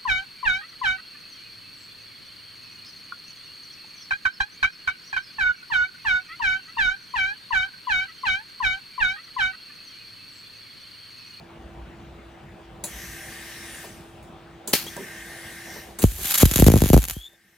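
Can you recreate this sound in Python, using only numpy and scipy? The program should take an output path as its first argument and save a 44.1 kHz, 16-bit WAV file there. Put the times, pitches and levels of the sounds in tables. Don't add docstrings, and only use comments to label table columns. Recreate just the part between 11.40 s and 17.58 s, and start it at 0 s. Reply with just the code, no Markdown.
import sys
import numpy as np
from scipy import signal
from scipy.fft import irfft
from scipy.io import wavfile
from scipy.ndimage import uniform_filter1d

SR = 44100
rng = np.random.default_rng(int(sys.argv[2]) if len(sys.argv) > 2 else 0)


def master_out(mix):
    frames = np.transpose(np.atleast_2d(mix))
    ceiling = np.clip(frames, -1, 1)
    pcm = np.round(ceiling * 32767).astype(np.int16)
    wavfile.write(sys.argv[1], SR, pcm)


N = 272398
T = np.arange(N) / SR

# start in seconds, strength in dB, thump in dB, thump rise in ms, polarity +1 or -1.
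# The row at 4.655 s is the slow second swing of the first big thump, not a separate pop.
ARC_POPS = [(4.6295, -8, -8, 6, 1), (4.6395, -7, 3, 2.27, 1), (4.655, -27, 1, 16, -1),
            (4.717, -34, -30, 4, 1), (4.848, -20, -27.5, 2.4, -1), (4.9401, -9, -38, 6, 1),
            (4.944, -8, -40, 6, 1), (4.9539, -2, -40, 6, -1), (5.0032, -4, -39, 6, 1),
            (5.0074, -5, -29, 6, -1), (5.0091, -6, -40, 6, 1), (5.0128, -2, -17, 6, -1),
            (5.0177, -5, -40, 6, 1), (5.0209, -3, -24.5, 5.5, -1), (5.0244, -8, -9.5, 4, -1),
            (5.0259, -2, -40, 6, 1), (5.0302, -5, 4.5, 1.8, 1), (5.0549, -4, -0.5, 6, 1),
            (5.1132, -5, -14.5, 2.5, -1), (5.138, -7, -37, 5.5, -1), (5.1425, -11, -40, 6, 1),
            (5.1595, -3, -8.5, 2.4, 1), (5.1727, -5, -36, 6, -1), (5.1813, -5, -29.5, 6, 1),
            (5.189, -5, -6.5, 2.1, -1), (5.1977, -3, -4.5, 2.2, 1), (5.2226, -7, 3.5, 2.17, -1),
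            (5.2427, -8, -11.5, 3.7, -1), (5.265, -7, 4.5, 2.8, 1), (5.2826, -5, 3.5, 1.8, -1),
            (5.3003, -11, -3.5, 2, 1), (5.3184, -7, -7, 2.3, 1), (5.3384, -9, 1, 1.74, -1),
            (5.3578, -13, -1, 3.2, 1), (5.3665, -13, -9, 1.5, 1), (5.3769, -11, -9, 4.5, 1),
            (5.3872, -14, -24.5, 3.4, -1), (5.4059, -11, -18.5, 4.2, -1), (5.4192, -6, -2, 2.06, -1),
            (5.4384, -9, -5, 2.6, 1), (5.4475, -12, -36.5, 6, -1), (5.4587, -12, -11.5, 2.2, 1),
            (5.4691, -13, -40, 6, 1), (5.4796, -12, -40, 6, -1), (5.4895, -10, -21.5, 2.5, -1),
            (5.5014, -9, -2, 2.4, -1), (5.532, -4, 3, 1.7, 1), (5.5417, -7, 3.5, 1.7, -1),
            (5.5535, -15, -39.5, 6, -1), (5.5652, -12, -1.5, 1.54, 1), (5.5769, -10, -7.5, 1.2, -1),
            (5.5875, -16, -18, 2.7, -1), (5.6199, -17, -33, 6, 1), (5.6297, -17, -26, 4.4, -1),
            (5.6407, -10, -40, 6, 1), (5.6524, -15, -30, 6, -1), (5.6787, -23, -35, 3.2, 1),
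            (5.685, -11, -40, 6, -1), (5.6985, -10, -34, 6, 1), (5.7098, -9, -21, 12, -1),
            (5.7645, -37, -19.5, 3.8, -1)]
# frequency in Hz, density in dB.
CRACK_SPECTRUM = [(600, -5), (2000, -2), (4000, -3), (5500, -6.5), (7000, 5), (8600, -25), (10000, 2),
                  (13000, 1), (16500, -14.5)]
# frequency in Hz, left-right likeness from 0 to 1.
ARC_LIKENESS = [(60, 0.99), (500, 1), (1000, 0.51), (2400, 0.86), (5000, 0.48), (8000, 0.39), (13000, 0.95)]


def cracks(boost_db=1.5):
    out, hz = np.zeros((2, N)), np.fft.rfftfreq(256, 1 / SR)
    log_gain = np.log(gain_of(value_at(CRACK_SPECTRUM, hz)))
    minimum_phase = -signal.hilbert(np.r_[log_gain, log_gain[-2:0:-1]]).imag[:len(hz)]
    phase = minimum_phase - 2 * np.pi * hz * 20 / SR
    likeness = np.clip(value_at(ARC_LIKENESS, hz), 0, 1)
    for start_s, db, *_ in ARC_POPS:
        shared, *per_side = uniform_filter1d(rng.standard_normal((3, len(hz))), 6, 1)
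        scatter = 1.2 * shared + 2.2 * np.sqrt(1 - likeness) * per_side
        click = irfft(np.exp(log_gain + 1j * (phase + scatter)) * stereo_gains(hz))
        add(out, start_s - 0.0005, gain_of(db + boost_db) * click / abs(click).max())
    return out


def thumps(floor_hz=11.0, sweep_cycles=0.921, start_rad=3.8, ring_hz=53):
    out, t = np.zeros((2, N)), np.arange(1, 9000) / SR
    fall_s = np.minimum(t, sweep_cycles / (ring_hz - floor_hz))
    cycles = floor_hz * fall_s + sweep_cycles * np.log(1000 * fall_s) + ring_hz * (t - fall_s)
    chirp = np.sin(2 * np.pi * cycles + start_rad + np.array([[0.2], [-0.2]]))
    chirp *= gain_of(np.array([[15], [-15]]) * np.exp(-t / 0.0011))
    decay = 0.42 * np.exp(-t / 0.0026) + 0.59 * np.exp(-t / 0.018) + 0.034 * np.exp(-t / 0.033)
    chirp *= decay * onset(t, 0.0011)
    for start_s, _, db, rise_ms, polarity in ARC_POPS:
        add(out, start_s, polarity * gain_of(db) * chirp * onset(t, rise_ms / 1000))
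    return out


# time in seconds, level in dB.
SIZZLE_CURVE = [(4.6, -120), (4.62, -28), (4.662, -39), (4.768, -38), (4.872, -26), (5.004, -35.5),
                (5.09, -31.5), (5.236, -31.5), (5.418, -36), (5.528, -35.5), (5.66, -42), (5.732, -40.5),
                (5.856, -58.5), (6.0, -79)]
# start in seconds, level in dB, hold in ms, T60 in seconds, relative thud in dB, dullness 0-1.
ARC_SPITS = [(3.330, -22, 6.5, 0.022, -34, 0.46), (3.333, -14.5, 6.1, 0.079, 2.5, 0.7),
             (3.350, -24.5, 3.9, 0.38, -0.5, 0.54), (4.621, -29.5, 3, 0.02, -19, 0.4),
             (4.893, -35, 6.2, 0.022, -12, 0.6), (4.905, -25, 19, 0.032, -18, 0.33),
             (4.930, -30, 3.7, .015, -18.5, 0.2), (4.939, -22.5, 23, 0.033, -26.5, 0.1),
             (4.975, -19.5, 12, 0.04, -29.5, 0), (4.990, -25.5, 8.2, .03, -21, 0.3),
             (4.998, -29.5, 25, .01, -18, 0.03), (5.055, -21.5, 3.6, 0.033, -16, 0),
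             (5.158, -22, 2.1, 0.047, -17, .2), (5.196, -26, 6.7, 0.086, -17, 0),
             (5.265, -21, 16.6, 0.011, -17, 0.25), (5.532, -27.5, 16, .015, -20.5, 0.5)]
# frequency in Hz, density in dB.
ARC_SPECTRUM = [(290, -54), (500, -27), (787, -7), (911, -16.5), (1200, -10.5), (1410, -9), (1610, -5),
                (1950, -9), (3300, -5), (5430, -8.5), (6960, -3), (8800, -7), (12900, 0), (15800, -14),
                (16500, -53)]
STRIKE_SPECTRUM = [(530, -43), (900, -5), (1110, -9.5), (2560, -1), (3650, -5), (4380, 1.5), (8450, -14),
                   (12200, -8.5), (15300, -9.5), (15900, -11.5), (16500, -46.5)]
# frequency in Hz, level in dB, T60 in seconds.
THUD_MODES = [(95, -16, .08), (155, -3, 0.033), (252, 3.5, 0.022), (424, -0.5, 0.032), (560, -2.5, 0.032),
              (817, -10, 0.028)]


def arc(echo_db=-25.5, echo_t60_s=0.04):
    bright, dull, thuds, t = level_curve(SIZZLE_CURVE), np.zeros(N), np.zeros(N), T[:4000]
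    thud = sum((-1) ** k * gain_of(db - 60 * t / t60_s) * np.sin(2 * np.pi * hz * t)
               for k, (hz, db, t60_s) in enumerate(THUD_MODES))
    for start_s, sharp, bass, dullness in burst_envelopes(ARC_SPITS, rise_s=0.00073, bass_stretch=1):
        add(bright, start_s, sharp * np.sqrt(1 - dullness))
        add(dull, start_s, sharp * np.sqrt(dullness))
        add(thuds, start_s + 0.00129, -bass.max() * thud)
    for start_s, db, *_ in ARC_POPS:
        add(bright, start_s, gain_of(db + echo_db - 60 * t / echo_t60_s))
    sputter = unit_rms(gain_of(1.8 * wander(N, 30)))
    fry = bright * noise(ARC_SPECTRUM, patchy_db=1.0, flicker_db=2.0, likeness=ARC_LIKENESS)
    fry += dull * noise(STRIKE_SPECTRUM, patchy_db=1.0, likeness=ARC_LIKENESS)
    return fry * sputter + thuds


# start in seconds, level in dB, hold in ms, T60 in seconds, relative case ring in dB.
VALVE_CLACKS = [(1.438, -29, 4, 0.19, -3.5), (2.44, -52, 5.3, 0.21, 13.5), (2.826, -60.5, 6, 0.34, -12),
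                (3.274, -31, 9.3, 0.28, -4), (3.465, -41, 1.4, 0.02, 12), (3.493, -49, 1, .02, -5),
                (3.565, -39.5, 1.5, 0.026, 13), (3.572, -63.5, 42, 0.34, 28.5),
                (4.36, -67.5, 3.9, 0.14, 31.5), (4.587, -31.5, 4.9, 0.41, -3.5),
                (4.786, -59, 28, 0.18, 16.5), (5.93, -68.5, 5.3, .04, 10.5)]
# frequency in Hz, density in dB.
CLACK_SPECTRUM = [(710, -43.5), (1200, -10.5), (3150, -14.5), (4730, -9.5), (5630, -18), (6290, -3.5),
                  (7830, -0.5), (9430, -8.5), (10200, -1), (13300, -16), (14200, -17), (15600, -2.5),
                  (16500, -31)]
# frequency in Hz, width in Hz, level in dB.
CASE_MODES = [(204, 170, -6.5), (378.5, 81, -4.5), (600, 150, -3), (960, 180, -4.5)]


def clacks(snap_s=0.003, upper_ring_s=0.02):
    bright, upper, low = np.zeros((3, N))
    for start_s, sharp, bass in burst_envelopes(VALVE_CLACKS, rise_s=0.0013, bass_stretch=0.75):
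        t = T[:len(sharp)]
        add(bright, start_s, sharp * (1 + 1.6 * np.exp(-t / snap_s)))
        add(upper, start_s, bass * np.exp(-t / upper_ring_s))
        add(low, start_s, bass)
    clack = bright * noise(CLACK_SPECTRUM, patchy_db=2.5)
    return clack + low * resonances(CASE_MODES[:2]) + upper * resonances(CASE_MODES[2:])


# hiss becomes audible in seconds, starts to fade in seconds, hiss in dB, nozzle tones in dB.
GAS_FLOWS = [(1.432, 2.43, -43, -46), (3.422, 4.38, -45, -44), (5.776, 6.3, -65, -65)]
# frequency in Hz, density in dB.
HISS_SPECTRUM = [(710, -36.5), (1200, -9.5), (1410, -20.5), (1600, -11), (1820, -6.5), (2450, -9),
                 (3970, -11.5), (4280, -14.5), (5330, -11), (7250, -14.5), (9330, -13.5), (10400, -16.5),
                 (15100, -21), (16000, -33), (16500, -57)]
# frequency in Hz, width in Hz, level in dB.
NOZZLE_MODES = [(1607, 86, -6), (1816, 270, -0.5), (2061, 97, -7)]
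# peak in seconds, half length in seconds, band centre in Hz, level at full flow in dB.
HISS_SWELLS = [(1.483, .03, 9600, -49), (1.6, .2, 12400, -49.5), (1.63, .2, 6000, -48.5),
               (1.837, .08, 9400, -54), (2.34, .12, 9300, -48.5), (2.43, .08, 13400, -58),
               (3.44, .05, 9450, -45), (3.454, .1, 5840, -46), (3.617, .1, 13400, -54),
               (4.05, .25, 9500, -53), (4.13, .06, 13300, -54), (4.344, .12, 5680, -46),
               (4.392, .12, 13000, -49.5), (6.147, .15, 13000, -51)]


def gas(swell_q=5.7):
    hiss_gain = gas_envelope(level_column=2, rise_s=0.046, fall_db_per_s=67)
    nozzle_gain = gas_envelope(level_column=3, rise_s=0.075, fall_db_per_s=142)
    swells = sum(bell(peak_s, half_s, db) * resonances([(hz, hz / swell_q, 0)])
                 for peak_s, half_s, hz, db in HISS_SWELLS)
    hiss = hiss_gain * noise(HISS_SPECTRUM, patchy_db=2.0)
    tones = nozzle_gain * unit_rms(resonances(NOZZLE_MODES))
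    return hiss + tones + swells * hiss_gain / hiss_gain.max()


def gas_envelope(level_column, rise_s, fall_db_per_s):
    gain = np.zeros(N)
    for row in GAS_FLOWS:
        heard_s, fading_s = np.maximum(T - row[0], 0), np.maximum(T - row[1], 0)
        gain += onset(heard_s, rise_s) * gain_of(row[level_column] - fall_db_per_s * fading_s)
    return gain


# start and rise time in seconds, first and last pitch in Hz, first and last level in dB.
WHISTLE_GLIDES = [(3.465, 0.021, 3150, 3350, -40, -37.5), (5.725, .155, 3140, 3580, -53, -46)]


def whistles(curl=1.3, octave_db=-16, break_s=0.0088, drop_db=-18):
    out = np.zeros(N)
    for start_s, rise_s, first_hz, last_hz, first_db, last_db in WHISTLE_GLIDES:
        t = np.arange(0, 1.6 * rise_s, 1 / SR)
        hz = first_hz + (last_hz - first_hz) * np.minimum(t / rise_s, 1) ** curl
        hz *= 1 + 0.02 * wander(len(t), 60)
        phase = 2 * np.pi * np.cumsum(hz) / SR
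        db = np.interp(t, [0, rise_s, rise_s + break_s], [first_db, last_db, last_db + drop_db])
        flutter_db = 3.5 * wander(len(t), 150)
        tone = gain_of(db + flutter_db) * (np.sin(phase) + gain_of(octave_db) * np.sin(2 * phase))
        add(out, start_s, np.sqrt(2) * tone * signal.windows.tukey(len(t), 0.2))
    return out * gain_of([[1.5], [-1.5]])


# frequency in Hz, density in dB.
FAN_SPECTRUM = [(41, -29.5), (70, -11), (128, -2), (228, -9), (305, -27), (341, -12.5), (417, -11.5),
                (446, -14.5), (667, -15), (745, -11.5), (911, -17), (2840, -25.5), (5810, -39), (6790, -40),
                (14500, -53.5)]
# frequency in Hz, width in Hz, level in dB.
FAN_MODES = [(630, 19, -65), (766, 14, -63.5), (3490, 610, -72.5)]
# time in seconds, gain in dB.
DUCKING_CURVE = [(4.62, 1.5), (4.7, -5), (5.0, -0.5), (5.3, 8.5), (5.8, -17), (6.18, -19.5)]
# peak in seconds, half length in seconds, level in dB. 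The one at 4.78 s is the big thump's tail.
RUMBLE_SWELLS = [(.26, 0.061, -42.5), (0.408, 0.054, -43), (0.653, 0.1, -47.5), (.87, 0.047, -48),
                 (1.112, .03, -45), (1.34, 0.069, -45), (1.56, 0.034, -41), (1.697, .03, -47),
                 (1.85, .05, -58), (2.05, .08, -59), (2.55, .2, -58), (3.79, 0.048, -55),
                 (4.55, 0.099, -59), (4.78, .07, -35), (4.97, .04, -51)]


def workshop(hum_hz=336, hum_db=-54.5, whine_hz=15150, whine_db=-83.5, fan_db=-48, rumble_db=-66.5):
    waver = wander(N, 3000)
    hum = gain_of(hum_db + 1.7 * waver) * np.sqrt(2) * np.sin(2 * np.pi * hum_hz * T + 0.25 * waver)
    whine = gain_of(whine_db) * np.sqrt(2) * np.sin(2 * np.pi * whine_hz * T + 1.2 * waver)
    fan = gain_of(fan_db) * noise(FAN_SPECTRUM, patchy_db=2.0) + resonances(FAN_MODES)
    ducking = level_curve(DUCKING_CURVE)
    rumble_gain = gain_of(rumble_db) * ducking + sum(bell(*row) for row in RUMBLE_SWELLS)
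    rumble = unit_rms(resonances([(58.7, 19.3, 0)]).mean(0)) * rumble_gain
    low_cut = signal.butter(4, 40, "high", fs=SR, output="sos")
    return signal.sosfilt(low_cut, (fan + hum + whine) * ducking + rumble)


# frequency in Hz, left-right likeness from 0 to 1.
ROOM_LIKENESS = [(60, 0.99), (380, 0.88), (800, 0.45), (1400, 0.6), (2400, 0.85), (6000, 0.45), (9000, 1),
                 (15000, 0.99)]


def noise(spectrum, patchy_db, flicker_db=0.0, likeness=ROOM_LIKENESS):
    frames, hz = N // 128 + 5, np.fft.rfftfreq(512, 1 / SR)
    left_re, left_im, own_re, own_im, patches = rng.standard_normal((frames, 257, 5)).T
    patches = unit_rms(uniform_filter1d(uniform_filter1d(patches, 6, 0), 24, 1))
    shared = np.clip(value_at(likeness, hz), -1, 1)[:, None]
    left = left_re + 1j * left_im
    right = shared * left + np.sqrt(1 - shared ** 2) * (own_re + 1j * own_im)
    db = value_at(spectrum, hz)[:, None] + patchy_db * patches + flicker_db * rng.standard_normal(frames)
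    bins = np.array([left, right]) * gain_of(db) * stereo_gains(hz)[..., None]
    return unit_rms(signal.istft(bins, nperseg=512, noverlap=384)[1][:, :N])


# frequency in Hz, left minus right in dB.
STEREO_BALANCE = [(60, -1.5), (380, 0.5), (950, 0), (2400, 3.5), (6000, 1.5), (12000, 0)]
# frequency in Hz, left phase lead in radians.
STEREO_PHASE = [(60, 0), (600, .3), (1120, -.2), (1600, -.1), (3100, .75), (4130, .5), (5250, 1.2),
                (5600, -1.3), (6900, -.7), (7410, -1.5), (7840, .1), (16400, 0)]


def stereo_gains(hz):
    left = gain_of(value_at(STEREO_BALANCE, hz) / 2) * np.exp(0.5j * value_at(STEREO_PHASE, hz))
    return np.array([left, 1 / left])


def resonances(modes):
    drive, out = rng.standard_normal(N) + 0.3 * rng.standard_normal((2, N)), 0
    for hz, width_hz, db in modes:
        peak = signal.iirpeak(hz, hz / width_hz, SR)
        out = out + gain_of(db) * unit_rms(signal.lfilter(*peak, signal.lfilter(*peak, drive)))
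    return out


def burst_envelopes(rows, rise_s, bass_stretch):
    t = np.arange(SR // 2) / SR
    for start_s, db, hold_ms, t60_s, bass_db, *rest in rows:
        fall_db = 60 * np.maximum(t - hold_ms / 1000, 0) / t60_s
        sharp = gain_of(db - fall_db) * (1 - np.exp(-t / rise_s))
        bass = gain_of(db + bass_db - fall_db / bass_stretch) * (1 - np.exp(-t / 0.0034))
        yield start_s, sharp, bass, *rest


def onset(t, rise_s):
    return 1 - np.exp(-(t / rise_s) ** 2)


def bell(peak_s, half_s, db):
    return gain_of(db) * np.exp(-((T - peak_s) / half_s) ** 2)


def wander(count, smooth_samples):
    return unit_rms(uniform_filter1d(rng.standard_normal(count), smooth_samples))


def level_curve(points):
    times_s, db = np.transpose(points)
    return gain_of(np.interp(T, times_s, db))


def value_at(points, hz):
    table_hz, values = np.transpose(points)
    return np.interp(np.log(hz + 1), np.log(table_hz + 1), values)


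def gain_of(db):
    return 10 ** (np.asarray(db) / 20)


def unit_rms(x):
    return x / np.sqrt(np.mean(x ** 2) + 1e-20)


def add(mix, start_s, sound):
    part = mix[..., round(start_s * SR):][..., :sound.shape[-1]]
    part += sound[..., :part.shape[-1]]


def scene():
    return workshop() + gas() + clacks() + whistles() + arc() + cracks() + thumps()


def record(dry):
    ceiling = 0.9
    limited = dry / (1 + abs(dry / ceiling) ** 4) ** 0.25
    low_pass = signal.firwin(511, 16500, window=("kaiser", 9), fs=SR)
    return signal.oaconvolve(limited, low_pass[None], "same")


dry = scene()
out = record(dry)
master_out(out)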